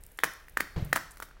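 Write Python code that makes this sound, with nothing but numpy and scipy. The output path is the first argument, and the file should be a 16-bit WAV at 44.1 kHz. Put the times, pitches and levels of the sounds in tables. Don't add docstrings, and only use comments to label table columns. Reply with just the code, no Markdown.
import sys
import numpy as np
from scipy import signal
from scipy.fft import rfft, irfft
from scipy.io import wavfile
from scipy.ndimage import uniform_filter1d

SR = 44100
rng = np.random.default_rng(int(sys.argv[2]) if len(sys.argv) > 2 else 0)


def dump(signal):
    limited = np.clip(np.atleast_2d(signal).T, -1, 1)
    pcm = np.round(limited * 32767).astype(np.int16)
    wavfile.write(sys.argv[1], SR, pcm)


N = 61739
T = np.arange(N) / SR


def undb(db):
    return 10 ** (np.asarray(db) / 20)


def unit(x):
    return x / np.sqrt(np.mean(x ** 2))


def colour(x, points):
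    hz, db = np.array(points).T
    f = np.maximum(np.arange(len(x) // 2 + 1) * SR / len(x), 1)
    gain = undb(np.interp(np.log(f), np.log(hz), db))
    return irfft(rfft(x) * gain, len(x))


def butter(x, order, cut_hz, kind):
    return signal.sosfilt(signal.butter(order, cut_hz, kind, fs=SR, output="sos"), x)


def band(x, hz, width_hz):
    low_edge = hz - width_hz / 2
    high_edge = min(hz + width_hz / 2, .49 * SR)
    return butter(x, 2, [low_edge, high_edge], "band")


def ring(modes, scale, push_s, size):
    t = T[:size]
    tones = np.zeros(size)
    for f, db, t60 in modes:
        fade = np.exp(-np.log(1000) * t / t60)
        tones += undb(db) * fade * np.sin(2 * np.pi * f * scale * t)
    push = np.sin(np.pi * np.clip(T[:400] / push_s, 0, 1))
    x = np.convolve(tones, push)[:size]
    return x / np.abs(x).max()


def burst(length_s, size=1500):
    u = 3 * T[:size] / length_s
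    return u * np.exp(1 - u)


def add(out, x, s):
    i = int(s * SR)
    out[i:i + len(x)] += x[:N - i]


def shell():
    # [t/s, ring level/dB, main ring f/Hz, low modes boost/dB, high modes boost/dB,
    # crack level relative to ring/dB, crack length/s]
    snaps = [(0.1885, -21, 1884, -25, 2, -13.5, 0.0021), (0.1909, -29.5, 3430, -20, -6, -25, 0.0026),
             (0.201, -34, 1750, -6, 3, -18, 0.011), (0.2349, -23, 1840, -4, 0, -43, .002),
             (0.2357, -5, 1703, -10, -10, -16, 0.0038), (0.2418, -14.5, 1670, -5, -2, -3, 0.0011),
             (0.2423, -15.5, 1660, -5, -1.5, -18, 0.0032), (0.2676, -37, 1630, -6, -6, -27, .006),
             (.277, -27.5, 1820, -6, -6, -32, .006), (0.483, -36.5, 1780, 1, 0, -11.5, 0.0043),
             (.5703, -26.5, 1710, 8, -6, -14, .002), (.5713, -23.5, 1610, -17, -7, -15.5, 0.0023),
             (.5719, -10.5, 1646, -6, -23, -16.5, 0.0038), (0.601, -36.5, 1590, -10, 0, -2.5, 0.0077),
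             (0.6027, -23.5, 1530, -2, -2, -13, 0.008), (.606, -12.5, 1916, -20, -10, -12, 0.0018),
             (0.672, -36, 1580, -6, -3, -29, .006), (0.9278, -15.5, 1840, -8, 0, -20, 0.001),
             (.9293, -6.5, 1703, 10.5, 2, -13, 0.0031), (0.955, -36.5, 1630, 0, 0, 3, 0.0041),
             (0.9599, -14, 1680, 15, 1, -7.5, 0.0023), (0.9629, -15, 1213, -19, 8, -17, 0.0074),
             (0.972, -17.5, 1610, 12, 2, -27, 0.0038), (0.9778, -22.5, 1610, 0, 0, -20, 0.0028),
             (1.1713, -42.5, 1810, 18, -4, 0, 0.0028), (1.2012, -27, 1310, 7, -4, -10.5, 0.002),
             (1.2224, -30.5, 1320, -3, 3, -12, 0.0042), (1.224, -30.5, 1570, -8, 6, -8, 0.0055),
             (1.2267, -31.5, 2150, -10, -6, -23, 0.0022), (1.2302, -34, 1310, 0, 1, -16, 0.005),
             (1.286, -48, 1460, 8, 0, -8.5, 0.0059), (1.311, -40.5, 1480, 3, 0, -20, .005),
             (1.368, -46, 1230, 19, -4, -29, .005)]
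    # [pitch as a ratio to the main ring, relative level/dB, 60 dB fade time/s]
    shell_modes = [(.1, -22, 0.011), (.17, -10, 0.013), (.3, -13, 0.025), (.56, -50, .015),
                   (.78, -10.5, 0.045), (1, 25, 0.0067), (1.08, 6.5, 0.028), (1.38, -40, 0.017),
                   (1.92, -38, 0.014), (3.5, -39, .01), (5.5, -34, .008)]
    # [f/Hz, relative level/dB]
    crack_colour = [(2500, 1.5), (4000, -4.5), (6500, -3.5), (9500, -2.5), (12000, -3.5), (14500, -4),
                    (16500, 3.5)]
    low_ratio, high_ratio = .7, 1.2
    push_s = 0.00021
    tail_db, tail_s = -21.5, 0.018
    cut_hz = 266

    out = np.zeros(N)
    noise = unit(colour(rng.standard_normal(N), [(300, 3.5)] + crack_colour))
    for s, db, hz, low_db, high_db, crack_db, length in snaps:
        modes = []
        for ratio, mode_db, t60 in shell_modes:
            boost_db = low_db * (ratio < low_ratio) + high_db * (ratio > high_ratio)
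            modes.append((ratio, mode_db + boost_db, t60))
        add(out, undb(db) * ring(modes, hz, push_s, size=3000), s)

        crack_env = np.zeros(N)
        tail = undb(tail_db) * burst(tail_s, size=3000)
        add(crack_env, burst(length, size=3000) + tail, s)
        out += undb(db + crack_db) * crack_env * noise
    return butter(out, 2, cut_hz, "high")


def film():
    # [t/s, level before halving/dB, centre f/Hz, length/s]
    ticks = [(0.0368, -34.5, 10100, 0.0013), (0.0643, -36.5, 14300, 0.0024), (0.116, -49, 13300, 0.0063),
             (0.1725, -49, 9400, 0.0082), (0.335, -41.5, 11000, 0.0038), (0.4952, -42, 15300, 0.0042),
             (0.5211, -56, 12060, 0.004), (0.5344, -64, 11700, 0.003), (0.847, -40.5, 13250, 0.0064),
             (0.8618, -43, 14400, 0.0013), (1.1078, -44.5, 9200, 0.0062), (1.116, -44.5, 9800, 0.0065),
             (1.1567, -56, 11500, 0.0044), (1.1818, -47, 11500, 0.0018), (1.184, -62, 11500, 0.0035)]
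    # [t/s, level/dB]
    rustle_level = [(0, -75.5), (.13, -73.5), (.45, -78.5), (.55, -83), (.85, -73.5), (1.12, -77),
                    (1.25, -68), (1.33, -95), (1.4, -101)]
    tick_width = 0.66
    grains_per_s, scatter_db = 900, 1.6

    out, noise = np.zeros(N), rng.standard_normal(N)
    for s, db, hz, length in ticks:
        env = np.zeros(N)
        add(env, burst(length), s)
        out += .5 * undb(db) * env * unit(band(noise, hz, tick_width * hz))

    start_chance, loud_chance = rng.random((N, 2)).T
    starts = start_chance < grains_per_s / SR
    base_db = np.interp(T, *np.array(rustle_level).T)
    boost_db = -scatter_db * np.log(loud_chance + 1e-9)
    grains = starts * undb(base_db + boost_db)
    grain_env = np.convolve(grains, burst(0.0019, size=400))[:N]
    return out + grain_env * unit(band(rng.standard_normal(N), 12350, 7300))


def room(x):
    # [centre f/Hz, level before a shared 20 dB cut/dB, 60 dB fade time/s]
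    echo_bands = [(144, -10, 0.2), (298, -15, 0.23), (556, -26.5, .45), (1110, -24.5, 0.48),
                  (1775, -26, 0.49), (2700, -31, 0.48), (3560, -31.5, 0.51), (4900, -18.5, 0.5),
                  (10400, -27, 0.4), (14400, -25, 0.34)]
    delay_s, rise_s = 0.0027, 0.0028

    t = np.maximum(T[:SR // 2] - delay_s, 0)
    echoes = np.zeros(len(t))
    for hz, db, t60 in echo_bands:
        echoes += undb(db - 20 - 60 * t / t60) * band(rng.standard_normal(len(t)), hz, .7 * hz)
    echoes *= 1 - np.exp(-t / rise_s)
    return signal.fftconvolve(x, echoes)[:N]


def bumps():
    # [t/s, peak level/dB]
    beats = [(0.763, -22.5), (0.775, -23.5), (.794, -30), (0.8224, -23), (0.87, -53)]
    # [f/Hz, relative level/dB, 60 dB fade time/s]
    boom_modes = [(62, -32, 0.1), (91.8, 5.5, .1), (107, -2.5, 0.23), (122.5, 2, 0.34), (145.9, 7.5, 0.29),
                  (168.4, 8, .1), (262, -23, 0.14)]
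    # [centre f/Hz, level/dB, 60 dB fade time/s]
    wash_bands = [(129.6, -40, 0.81), (324, -45, .45), (530, -42.5, 0.37), (930, -47.5, 0.33),
                  (1670, -51.5, 0.82), (3370, -52.5, 0.52), (5560, -61, 0.7), (11200, -71, 0.98)]
    push_s = 0.0051
    wash_start_s, wash_rise_s = .761, 0.00067

    boom = np.zeros(N)
    for s, db in beats:
        add(boom, -undb(db) * ring(boom_modes, 1, push_s, size=14000), s)

    t = np.maximum(T - wash_start_s, 0)
    wash = np.zeros(N)
    for hz, db, t60 in wash_bands:
        wash += undb(db - 60 * t / t60) * unit(band(rng.standard_normal(N), hz, .65 * hz))
    return boom, wash * (1 - np.exp(-t / wash_rise_s))


def squeak():
    # [t/s, f/Hz, level/dB]
    whistle = [(.795, 12950, -73), (.83, 13150, -70), (.86, 13500, -70), (.89, 13250, -70),
               (.925, 12950, -69)]
    waver_depth, waver_hz = .35, 28

    s, hz, db = np.array(whistle).T
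    on = uniform_filter1d(1. * (T > s[0]) * (T < s[-1]), size=400)
    waver = unit(butter(rng.standard_normal(N), 2, waver_hz, "low"))
    tone = np.sqrt(2) * np.sin(2 * np.pi * np.cumsum(np.interp(T, s, hz)) / SR)
    return on * (1 + waver_depth * waver) * undb(np.interp(T, s, db)) * tone


def background():
    # [f/Hz, relative level/dB]
    hiss_colour = [(53, -11), (90, -3.5), (326, -8.5), (423, -3), (1230, -14), (1710, -8.5), (2820, -15),
                   (6750, -27), (14800, -36), (16500, -38)]
    # [t/s, level/dB]
    rumble_level = [(0.0, -53.5), (0.198, -59), (0.298, -57), (0.594, -54.5), (0.72, -50.5), (0.828, -44),
                    (1.066, -58.5), (1.156, -56.5), (1.4, -53.5)]
    hiss_db, flicker_db = -64.5, 0.5
    rumble_top_hz = 55.6

    steps = np.repeat(rng.standard_normal(N // 2000 + 1), 2000)[:N]
    flicker = unit(uniform_filter1d(steps, size=2000))
    hiss = unit(colour(rng.standard_normal(N), [(30, -41)] + hiss_colour))
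    hiss *= undb(hiss_db + flicker_db * flicker)

    low = butter(rng.standard_normal(N + SR), 2, [16, rumble_top_hz], "band")
    rumble = unit(low[SR:])
    s, db = np.array(rumble_level).T
    return hiss + rumble * undb(np.interp(T, s, db))


def scene():
    near = shell() + film()
    boom, wash = bumps()
    return (near + room(near) + boom + wash + squeak() + background())[None]


def record(dry):
    return signal.sosfilt(signal.ellip(8, .2, 75, 15900, fs=SR, output="sos"), dry)


dry = scene()
out = record(dry)
dump(out)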